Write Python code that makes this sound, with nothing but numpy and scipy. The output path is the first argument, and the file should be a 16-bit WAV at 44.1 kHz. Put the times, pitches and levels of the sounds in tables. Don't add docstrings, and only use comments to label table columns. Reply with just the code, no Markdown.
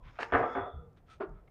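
import sys
import numpy as np
from scipy import signal
from scipy.fft import rfft, irfft
from scipy.io import wavfile

SR = 44100
rng = np.random.default_rng(int(sys.argv[2]) if len(sys.argv) > 2 else 0)


def digitize_waveform(pressure):
    field = np.atleast_2d(pressure).T
    bounded = np.clip(field, -1, 1)
    quanta = np.round(bounded * 32767).astype(np.int16)
    wavfile.write(sys.argv[1], SR, quanta)


N = 66150
T = np.arange(N) / SR

# frequency in Hz, relative level in dB.
AIR_TONE = [(15, -21.5), (30, 1.5), (117, -2.5), (230, -13.5), (420, -15), (750, -17.5), (1280, -29),
            (2000, -36.5), (3400, -45.5), (5000, -49), (9000, -51), (15000, -51.5)]
SOFT_SCRAPE_TONE = [(200, -22), (700, -7), (1050, -3), (1300, 2), (1800, -2.5), (2400, -0.5), (2900, -6.5),
                    (3500, -2.5), (4300, -9.5), (5000, -12.5), (6500, -12.5), (7500, -22), (8600, -13),
                    (11000, -31), (15000, -34)]
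RASP_TONE = [(120, -27), (250, -8), (450, -2), (660, -9.5), (800, -7.5), (1300, -3.5), (1700, -0.5),
             (2100, -9), (2600, -8.5), (3500, -21.5), (4300, -20.5), (6500, -28.5), (7800, -36),
             (9000, -34.5), (10000, -41), (15000, -56)]
SLIDE_TONE = [(2500, -8), (4200, -10.5), (5200, 4), (6100, -6.5), (6800, -1.5), (7500, -21), (14000, -25)]
LANDING_TONE = [(120, -25.5), (230, -14), (345, 3.5), (440, 2), (540, -15.5), (640, -5.5), (850, -12.5),
                (1240, -6.5), (1850, -21.5), (2500, -25.5), (3400, -37.5), (5000, -49), (6500, -66),
                (12000, -73.5)]
# start in seconds, level in dB, rise, hold and fade in seconds, pitch in Hz.
LOW_THUMPS = [(.005, -50.5, 0.023, 0.047, 0.048, 42), (0.04, -54, .025, .025, 0.025, 108),
              (0.324, -36.5, .015, .015, 0.035, 73), (0.382, -42.5, 0.017, 0.032, .02, 114.8),
              (0.552, -50, 0.028, 0.061, .02, 104), (0.735, -43.5, 0.008, 0.054, 0.018, 68.7),
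              (0.742, -50.5, .02, 0.038, .085, 120.8), (1.267, -49, 0.04, 0.037, 0.062, 45.8),
              (1.255, -55, 0.036, 0.057, 0.047, 135)]
EDGE_SQUEAKS = [(0, -65.5, 0.0086, .08, 0.018, 1007), (0.1868, -39.5, 0.0028, 0.0071, .008, 672),
                (.225, -53, 0.0061, 0.045, .02, 935), (0.649, -44.5, .01, 0.033, .012, 713),
                (0.761, -60, .02, 0.073, 0.042, 448), (1.077, -62.5, 0.024, 0.037, 0.022, 1308),
                (1.346, -69, .02, 0.026, 0.014, 1290), (1.478, -65, .001, 0.0011, 0.0043, 2114)]
# start in seconds, relative level in dB,
# rise, hold and fade in seconds, treble limit in Hz.
SOFT_SCRAPES = [(0.023, -57.5, 0.056, 0.011, 0.027, 2780), (0.132, -57, .04, 0.015, .008, 2000),
                (0.961, -68, 0.014, 0.0029, 0.012, 3990), (1.059, -71.5, 0.018, .01, 0.023, 5000),
                (1.086, -63, 0.025, 0.025, 0.021, 9050), (1.318, -66.5, 0.026, 0.06, .022, 1200),
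                (1.475, -61.5, .001, 0.0015, 0.0037, 2150)]
EDGE_RASPS = [(0.187, -36.5, 0.0019, 0.0062, 0.005, 2500), (0.195, -39, 0.012, .009, 0.019, 7940),
              (0.216, -47, 0.0096, 0.015, 0.017, 14100), (0.2298, -33, 0.00038, 0.0009, 0.0019, 5490),
              (0.28, -59.5, .004, 0.0054, .03, 2400), (0.3, -52, .001, .001, 0.0022, 3000),
              (0.31, -46, .002, 0.0017, .006, 1804)]
# start in seconds, relative level in dB.
GRIT_SNAPS = [(0.284, -55), (.378, -63), (.521, -62), (.537, -56.5), (0.683, -67.5), (.931, -70),
              (1.2943, -65)]
# time in seconds, level in dB.
HISS_LEVELS = [(0, -100), (.12, -81), (.27, -77), (.385, -72), (.44, -78.5), (.54, -73.5), (.63, -92),
               (.75, -105)]
SINGING_LEVELS = [(.3, -84.5), (.45, -45.5), (.62, -48.5), (.67, -48.5), (.72, -59.5), (.8, -64),
                  (.9, -83.5), (1.02, -100)]
# time in seconds, middle pitch in Hz, level in dB.
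SQUEAL_PATH = [(.40, 3293, -91.5), (.44, 3314, -66), (.495, 3344, -67), (.525, 3407, -61.5),
               (.61, 3410, -61), (.735, 3477, -68.5), (.80, 3414, -81), (.86, 3480, -87.5),
               (.89, 3480, -115)]
# pitch in Hz, relative level in dB,
# seconds to fade by 60 dB.
WALL_NOTES = [(366, -32, 0.1), (384, -40.5, 0.075), (634, -35.5, 0.12)]
PLATE_NOTES = [(252.2, 4.5, 0.2), (341.2, 3, 0.21), (400.7, -1, 0.28), (442.2, 0, 0.31), (484, -2, 0.49),
               (513.4, 0.5, 0.25), (560.7, -0.5, 0.15), (662, -8, .33), (700.2, 2.5, 0.39),
               (712, -4.5, .36), (877, 0.5, 0.2), (943, -2, 0.3), (1184.5, -9.5, 0.69), (1267, -9.5, .55),
               (1338, -12, 0.28), (1468, -3, .32), (1658, -3, 0.25), (1904, -0.5, 0.15)]
# frequency in Hz, relative level in dB.
CROWD_TONE = [(60, -10.5), (160, -23), (200, -4.5), (280, -1.5), (500, 3.5), (800, 1.5), (1050, -2),
              (1350, -8.5), (1900, -8), (2500, -13), (3200, -20.5), (4500, -26.5)]
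# start in seconds, relative level in dB,
# chatter fade in seconds, treble limit in Hz, bass limit in Hz.
PLATE_KNOCKS = [(.3228, -31, 0.006, 2680, 151.7), (0.3363, -24.5, 0.0068, 2130, 110),
                (.3495, -24, 0.0054, 1860, 108.4), (.373, -32, 0.018, 2120, 168.5),
                (.402, -34, 0.0047, 1110, 170), (.424, -31.5, 0.019, 1740, 270),
                (.478, -42.5, 0.066, 2010, 481), (.5505, -36, 0.0074, 1944, 238.3),
                (.566, -34, 0.015, 1785, 239), (.622, -44, 0.0061, 1290, 498),
                (.662, -39, 0.0064, 768, 617)]
# time in seconds, level change in dB.
GRIP_MUTING = [(.685, 0), (.73, -9.5)]


def from_db(db):
    return 10 ** (np.asarray(db) / 20)


def unit(x):
    return x / np.sqrt(np.mean(x ** 2) + 1e-20)


def energy_one(x):
    return unit(x) / np.sqrt(N)


def in_time(rows):
    times, *columns = np.transpose(rows)
    return [np.interp(T, times, column) for column in columns]


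def dull(x, edge_hz, order=2):
    return signal.sosfilt(signal.butter(order, edge_hz, fs=SR, output="sos"), x + 1e-18)


def coloured(x, tone):
    hz, db = np.transpose(tone)
    gain = from_db(np.interp(np.log(np.fft.rfftfreq(N, 1 / SR) + 1), np.log(hz), db))
    return unit(irfft(rfft(x) * gain, N))


def narrow(hz, width_hz):
    offset = 2 * (np.fft.fftfreq(N, 1 / SR) - hz) / width_hz
    band = np.fft.ifft(np.fft.fft(rng.standard_normal(N)) / (1 + offset ** 4))
    return unit(band.real / np.sqrt(np.abs(band)))


def grit(per_s, spread_db):
    hits = (rng.random(N) < per_s / SR) * rng.choice([-1, 1], N)
    return hits * from_db(spread_db * np.minimum(rng.exponential(1, N), 4))


def stroke(start, db, rise, hold, fade):
    rising = np.clip((T - start) / rise, 0, 1)
    return from_db(db) * rising * np.exp(-np.maximum(T - start - rise - hold, 0) / fade)


def burst(start, fade):
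    return (T > start) * np.exp(-np.abs(T - start) / fade)


def dying(seconds):
    return np.exp(-np.log(1000) * T / seconds)


def note(hz, db, seconds):
    return from_db(db) * dying(seconds) * np.sin(2 * np.pi * hz * T)


def open_air():
    return from_db(-61) * coloured(rng.standard_normal(N), AIR_TONE)


def wall_echo(sound):
    echo = dull(rng.standard_normal(N), edge_hz=1510) * dying(.42) * (T > .012)
    return from_db(-21) * signal.fftconvolve(sound, energy_one(echo))[:N]


def thumps():
    return sum(narrow(hz, width_hz=.9 * hz) * stroke(*shape) for *shape, hz in LOW_THUMPS)


def scrapes():
    rasp = coloured(grit(7000, spread_db=3), RASP_TONE)
    soft_grit = coloured(grit(5500, spread_db=4), SOFT_SCRAPE_TONE)
    edge = sum(dull(rasp * stroke(*shape), hz) for *shape, hz in EDGE_RASPS)
    soft_scrapes = sum(dull(soft_grit * stroke(*shape), hz) for *shape, hz in SOFT_SCRAPES)
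    snap_level = sum(from_db(db - 7) * burst(start, fade=.00087) for start, db in GRIT_SNAPS)
    snaps = narrow(5200, width_hz=5300) * snap_level
    hiss = coloured(grit(2700, spread_db=3.5), SLIDE_TONE) * from_db(in_time(HISS_LEVELS)[0])
    return edge + soft_scrapes + snaps + hiss


def squeaks():
    return sum(narrow(hz, width_hz=110) * stroke(*shape) for *shape, hz in EDGE_SQUEAKS)


def squeal():
    hz, db = in_time(SQUEAL_PATH)
    split_hz, waver_hz = 77, 16
    tones = np.zeros(N)
    for step, gain in ((-.78, .64), (0, .91), (.99, .7)):
        pitch = hz + step * split_hz + waver_hz * narrow(0, width_hz=70)
        tones += gain * np.sin(2 * np.pi * np.cumsum(pitch) / SR)
    hiss = .55 * narrow(3450, width_hz=350)
    singing = narrow(1295, width_hz=170) * from_db(in_time(SINGING_LEVELS)[0])
    return unit(tones + hiss) * from_db(db) + singing


def landing():
    crunch = coloured(grit(5000, spread_db=2.5), LANDING_TONE)
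    crunch *= stroke(start=1.2, db=-34.5, rise=.009, hold=.016, fade=.016)
    thunk_start_s, thunk_rise_s = 1.204, .006
    thunk = sum(note(*row) for row in WALL_NOTES) * np.minimum(T / thunk_rise_s, 1)
    return crunch + np.interp(T - thunk_start_s, T, thunk, left=0)


def plate_ring():
    strong = sum(note(*row) * rng.choice([-1, 1]) for row in PLATE_NOTES)
    crowd_hz = 11 * (np.arange(5, 430) + rng.uniform(-.5, .5, size=425))
    spectrum = np.zeros(N // 2 + 1, complex)
    spectrum[(crowd_hz * N / SR).astype(int)] = np.exp(2j * np.pi * rng.random(len(crowd_hz)))
    crowd = coloured(irfft(spectrum, N), CROWD_TONE)
    ringing = from_db(.5) * energy_one(crowd * dying(.28))
    crack = from_db(-4) * energy_one(crowd * dying(.03))
    return energy_one(energy_one(strong) + ringing + crack)


def knock(start, db, chatter_s, treble_hz, bass_hz):
    force = .77 * grit(900, spread_db=2) * burst(start, chatter_s)
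    force[int(start * SR)] += 1
    bass_cut = signal.butter(2, bass_hz, "high", fs=SR, output="sos")
    force = signal.sosfilt(bass_cut, unit(force) + 1e-18)
    return from_db(db - 15) * dull(force, treble_hz, order=3)


def plate():
    force = sum(knock(*row) for row in PLATE_KNOCKS)
    return signal.fftconvolve(force, plate_ring())[:N] * from_db(in_time(GRIP_MUTING)[0])


def scene():
    handling = plate() + scrapes() + squeal() + squeaks() + landing()
    return (handling + wall_echo(handling) + open_air() + thumps())[None]


def record(dry):
    return signal.sosfilt(signal.ellip(10, .2, 70, 15500, fs=SR, output="sos"), dry)


dry = scene()
out = record(dry)
digitize_waveform(out)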